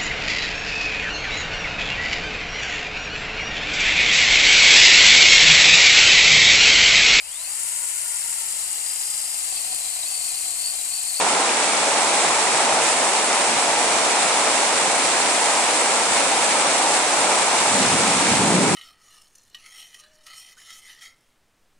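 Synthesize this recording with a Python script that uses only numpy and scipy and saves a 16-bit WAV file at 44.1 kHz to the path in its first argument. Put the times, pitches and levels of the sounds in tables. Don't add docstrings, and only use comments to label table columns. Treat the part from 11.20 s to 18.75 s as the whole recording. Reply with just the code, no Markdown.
import sys
import numpy as np
from scipy import signal
from scipy.fft import rfft, irfft, next_fast_len
from scipy.io import wavfile
from scipy.ndimage import uniform_filter1d

SR = 44100
rng = np.random.default_rng(int(sys.argv[2]) if len(sys.argv) > 2 else 0)


def master_out(mix):
    frames = np.transpose(np.atleast_2d(mix))
    ceiling = np.clip(frames, -1, 1)
    pcm = np.round(ceiling * 32767).astype(np.int16)
    wavfile.write(sys.argv[1], SR, pcm)


N = 332955
TIME = np.arange(N) / SR
FFT_SIZE = next_fast_len(N + 4096)
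FREQ = np.fft.rfftfreq(FFT_SIZE, 1 / SR)


def gain_of(db):
    return 10 ** (np.asarray(db) / 20)


def unit_rms(pair):
    return pair / np.sqrt(np.mean(pair.mean(0) ** 2) + 1e-20)


def curve(points):
    hz, value = np.transpose(points)
    return np.interp(np.log(FREQ + 1), np.log(hz + 1), value)


def faders(rows):
    times, *columns = np.transpose(rows)
    return [gain_of(np.interp(TIME, times, db)) for db in columns]


def ramp(start_s, rise_s):
    return np.clip((TIME - start_s) / rise_s, 0, 1)


def band(pair, shape):
    return irfft(rfft(pair, FFT_SIZE) * shape, FFT_SIZE)[:, :N]


def drift(rate_hz):
    noise = rfft(rng.standard_normal(FFT_SIZE))
    slow = irfft(noise * np.exp(-(FREQ / rate_hz) ** 2), FFT_SIZE)[:N]
    return slow / slow.std()


def impacts(per_s, spread_db, cap):
    size = gain_of(spread_db * np.minimum(rng.exponential(1, (2, N)), cap))
    polarity = rng.choice([-1, 1], (2, N))
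    hits = rng.random((2, N)) < per_s / SR
    return unit_rms(size * polarity * hits)


def under_eave(pair, colour):
    # frequency_hz, correlation
    likeness = [(30, .56), (70, .9), (130, .92), (300, .9), (480, .88), (640, .81), (820, .9), (1000, .83),
                (1150, .58), (1900, .53), (3050, .08), (3750, .28), (4650, -.14), (6400, 0), (7800, .33)]
    # frequency_hz, phase_rad
    lead = [(100, 0), (560, .33), (780, 0.17), (1130, 0.77), (1700, 0.33), (2350, 0.55), (3800, 0.52),
            (7000, 0.046)]
    # frequency_hz, balance_db
    balance = [(100, -0.5), (370, 1), (700, 0), (1020, -1), (1200, 1.5), (1600, 1), (2200, -0.3),
               (3500, -0.1), (6600, -2.3), (9500, 0.15)]
    # pitch_hz, width_hz, lift_db
    shelter = [(120, 14, 2.5), (179, 15, 0.9), (225, 22, -0.2), (280, 17, 1.5), (333, 9.2, 3), (467, 22, 2),
               (567, 16, 3), (703, 20, 1.5), (800, 40, 1.4), (923, 23, 1.8), (1040, 54, 2.5), (1164, 33, 2)]
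    first, second = rfft(pair, FFT_SIZE)
    alike = np.clip(curve(likeness), -.99, .99)
    mid, side = first * np.sqrt(1 + alike), second * np.sqrt(1 - alike)
    pan = gain_of(curve(balance) / 2) * np.exp(.5j * curve(lead))
    stereo = np.array([(mid + side) * pan, (mid - side) / pan])
    stereo /= np.sqrt(1 + alike * np.cos(curve(lead)))
    shelter_db = sum(db / (1 + (2 * (FREQ - hz) / width) ** 2) for hz, width, db in shelter)
    return unit_rms(irfft(stereo * gain_of(curve(colour) + shelter_db), FFT_SIZE)[:, :N])


def thunder_rumble(fade_db_per_s=39, mutter_db=-56, lumpy_db=-0.5):
    # frequency_hz, level_db
    rumble_colour = [(20, -29), (45, -23), (65, -13), (90, -4.5), (130, 0), (170, 0.5), (260, -22),
                     (500, -50)]
    # start_s, level_db, rise_s
    peals = [(6.44, -39.5, 0.12), (6.65, -33, 0.08), (7.05, -30, 0.091), (7.42, -30, .08)]
    swells = [ramp(start, rise) * gain_of(db - fade_db_per_s * np.maximum(TIME - start - rise, 0))
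              for start, db, rise in peals]
    mutter = ramp(start_s=2.2, rise_s=3.5) * gain_of(mutter_db + lumpy_db * drift(rate_hz=6))
    level = np.sqrt(np.sum(np.square(swells), 0) + mutter ** 2)
    return under_eave(impacts(per_s=400, spread_db=-1.0, cap=3), rumble_colour) * level


def thunder_roll(start_s=6.43, build_s=6.89, top_s=7.36, start_db=-30, top_db=-20.5, growl_db=-4.5):
    # frequency_hz, level_db
    roll_colour = [(90, -42), (150, -9.5), (185, 0), (222, -1), (258, -0.5), (320, -8), (420, -13),
                   (900, -43)]
    # frequency_hz, level_db
    growl_colour = [(180, -40), (260, 0), (320, -5), (410, 4), (460, -4), (520, -4), (640, -9), (780, -23),
                    (2000, -55)]

    def swell(lag_s):
        built = ramp(build_s + lag_s, top_s - build_s)
        return ramp(start_s + lag_s, rise_s=.15) * gain_of((start_db - top_db) * (1 - built))
    body = under_eave(impacts(per_s=900, spread_db=1.5, cap=1.9), roll_colour) * swell(lag_s=0)
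    growl = under_eave(impacts(per_s=700, spread_db=1.5, cap=3), growl_colour)
    growl *= swell(lag_s=0.038) ** 1.7
    return gain_of(top_db) * (body + gain_of(growl_db) * growl)


def foliage_hiss(level, fizz_level, trim_db=1.5, patter_db=-5.5, spray_db=-8, spray_s=0.0049,
                 flutter_db=0.37, fizz_hz=6500, fizz_waver_db=0.42):
    # frequency_hz, level_db
    hiss_colour = [(940, -37), (1600, -2.5), (2300, -0.5), (3130, -6), (3700, -5), (4790, -7.5),
                   (6460, -6.5), (8030, -2), (9140, -4.5), (10600, -13), (11000, -17), (14300, -71),
                   (22000, -120)]
    # centre_s, lift_db, half_length_s
    gusts = [(1.66, 1.5, 0.036), (4.96, 0.5, 0.079), (5.756, 2, 0.021), (6.63, 1, 0.033), (7.1, 1.2, 0.05)]
    ticks = impacts(per_s=1700, spread_db=3.0, cap=4.9)
    decay = np.exp(-1 / (spray_s * SR))
    spray_power = signal.lfilter([1], [1, -decay], (ticks ** 2).sum(0))
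    spray = unit_rms(np.sqrt(spray_power) * rng.standard_normal((2, N)))
    wash = unit_rms(rng.standard_normal((2, N)))
    water = wash + gain_of(patter_db) * ticks + gain_of(spray_db) * spray
    fizz = band(water, FREQ > fizz_hz)
    water += fizz * (fizz_level * gain_of(fizz_waver_db * drift(rate_hz=11)) - 1)
    gust_db = sum(db * np.exp(-((TIME - centre) / half) ** 2) for centre, db, half in gusts)
    ride = level * gain_of(trim_db + gust_db + flutter_db * drift(rate_hz=32))
    return under_eave(water, hiss_colour) * ride


def close_splats(trim_db=-1, spray_s=.008, spray_db=-15, spray_octaves=0.44):
    # start_s, level_db, pitch_hz, cycles_to_peak
    drops = [(0.2922, -10, 2620, 2.2), (1.0515, -16, 3800, 2), (1.1875, -13, 874, 2.8),
             (1.2713, -16, 1940, 3.6), (1.4015, -13, 790, 2.6), (2.274, -14, 850, 2.2),
             (2.867, -12, 790, 2.2), (3.0248, -14, 3800, 2.5), (3.430, -14, 860, 2.6),
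             (4.3530, -15.5, 5500, 4), (4.393, -15, 790, 2.4), (4.4068, -14, 8100, 6),
             (4.6780, -18, 7810, 6), (4.7582, -12, 8330, 6), (5.2652, -12, 7730, 6),
             (5.4173, -18, 3800, 2.5), (5.445, -14, 750, 1.8), (5.7497, -12.5, 8110, 6),
             (5.765, -13, 790, 1.3), (5.7922, -16, 7900, 6), (5.8730, -16, 5790, 4),
             (6.1327, -15, 2060, 1.7), (6.279, -14, 905, 3), (6.3033, -16, 3800, 2.5),
             (6.350, -15, 870, 2.8), (6.651, -13, 1450, 1.4), (6.6630, -12, 7630, 6.8),
             (7.0665, -16, 1900, 2.6)]
    out, t = np.zeros((2, N)), TIME[:2048]
    hz = np.fft.rfftfreq(2 * len(t), 1 / SR) + 1
    for start, db, pitch, cycles in drops:
        age = t * pitch / cycles
        slap = age * np.exp((1 - age ** 2) / 2) * np.sin(2 * np.pi * pitch * t)
        burst = np.exp(-t / spray_s) * rng.standard_normal((2, len(t)))
        around_pitch = np.exp(-.5 * (np.log2(hz / pitch) / spray_octaves) ** 2)
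        spray = irfft(rfft(burst, 2 * len(t)) * around_pitch)[:, :len(t)]
        splat = gain_of(db + trim_db) * (slap + gain_of(spray_db) * spray / abs(spray).max())
        slot = out[:, round(start * SR):][:, :len(t)]
        slot += splat[:, :slot.shape[1]]
    return out


def ground_roar(level, drum_level, trim_db=1.59, plop_db=-4, flutter_db=0.14, bass_hz=150,
                bass_waver_db=7.5, drum_hz=830, drum_width_hz=170, drum_waver_db=0.3):
    # frequency_hz, level_db
    roar_colour = [(15, -74), (25, -47), (48, -50), (86, -34.5), (164, -18), (267, -9.5), (358, -9),
                   (457, -6), (784, -1), (901, -0.5), (1110, -7.5), (1320, -5.5), (1600, -13), (2080, -49),
                   (3520, -120)]
    wash = unit_rms(rng.standard_normal((2, N)))
    plops = gain_of(plop_db) * impacts(per_s=800, spread_db=2.0, cap=5.0)
    roar = under_eave(wash + plops, roar_colour)
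    bass = band(roar, np.exp(-(FREQ / bass_hz) ** 4))
    drum = band(roar, np.exp(-((FREQ - drum_hz) / drum_width_hz) ** 2))
    bass_gain = unit_rms(gain_of(bass_waver_db * drift(rate_hz=14))[None])
    drum_gain = drum_level * gain_of(drum_waver_db * drift(rate_hz=38))
    roar += bass * (bass_gain - 1) + drum * (drum_gain - 1)
    return roar * level * gain_of(trim_db + flutter_db * drift(rate_hz=7))


def scene():
    # time_s, roar_db, drumming_lift_db, hiss_db, fizz_lift_db
    rainfall = [(0.0, -23, 0, -24.5, 0.5), (0.22, -24.5, 0.5, -24.5, -0.6), (0.55, -24.1, -1, -24.2, -0.7),
                (0.85, -24, 1, -24, 0.2), (1.15, -24, -1.3, -24, 0.2), (1.4, -23, -1, -24, 0),
                (1.8, -24.1, 1, -24.5, 0.4), (2.25, -24, -0.5, -24, 0), (2.57, -25, 1.7, -24.5, -0.1),
                (2.8, -23.5, 0.5, -23.7, -0.2), (3.15, -24, 0, -24, 0), (3.35, -24.5, 1, -24, -0.3),
                (3.7, -24, -1, -24.5, 0.4), (4.03, -24.5, -2, -23.6, -0.3), (4.22, -25, 2.5, -24, 1.0),
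                (4.55, -24.4, -0.5, -24, 0.3), (4.85, -24, -0.6, -24, -0.1), (5.2, -24.5, 1.8, -24, 0.3),
                (5.47, -22.5, -3, -23.5, -1), (5.68, -23.8, 2.5, -24.5, 0.7), (5.87, -25, -0.5, -24.5, 0.5),
                (6.07, -22.5, 0.3, -23.5, 0), (6.35, -23.5, 0.5, -23.5, 0), (6.6, -23.5, -1.3, -23.5, 0),
                (7.0, -24.5, -0.5, -23, 0), (7.25, -24, 0.1, -24, 0), (7.5, -24, -1.5, -25, 0)]
    ground, drumming, foliage, fizz = faders(rainfall)
    rain = ground_roar(ground, drumming) + foliage_hiss(foliage, fizz) + close_splats()
    return rain + thunder_rumble() + thunder_roll()


def record(dry, threshold_db=-18.0, squeeze=0.64, recovery_db_per_s=4, cutoff_hz=11080):
    power = uniform_filter1d(dry.mean(0) ** 2, size=9000)
    power_db = 10 * np.log10(abs(power) + 1e-12)
    recovery_db = TIME * recovery_db_per_s
    held_db = np.maximum.accumulate(power_db + recovery_db) - recovery_db
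    ducked = dry / gain_of(squeeze * np.maximum(held_db - threshold_db, 0))
    low_pass = signal.firwin(2047, cutoff_hz, window=("kaiser", 9), fs=SR)
    return signal.oaconvolve(ducked, low_pass[None], "same")


dry = scene()
out = record(dry)
master_out(out)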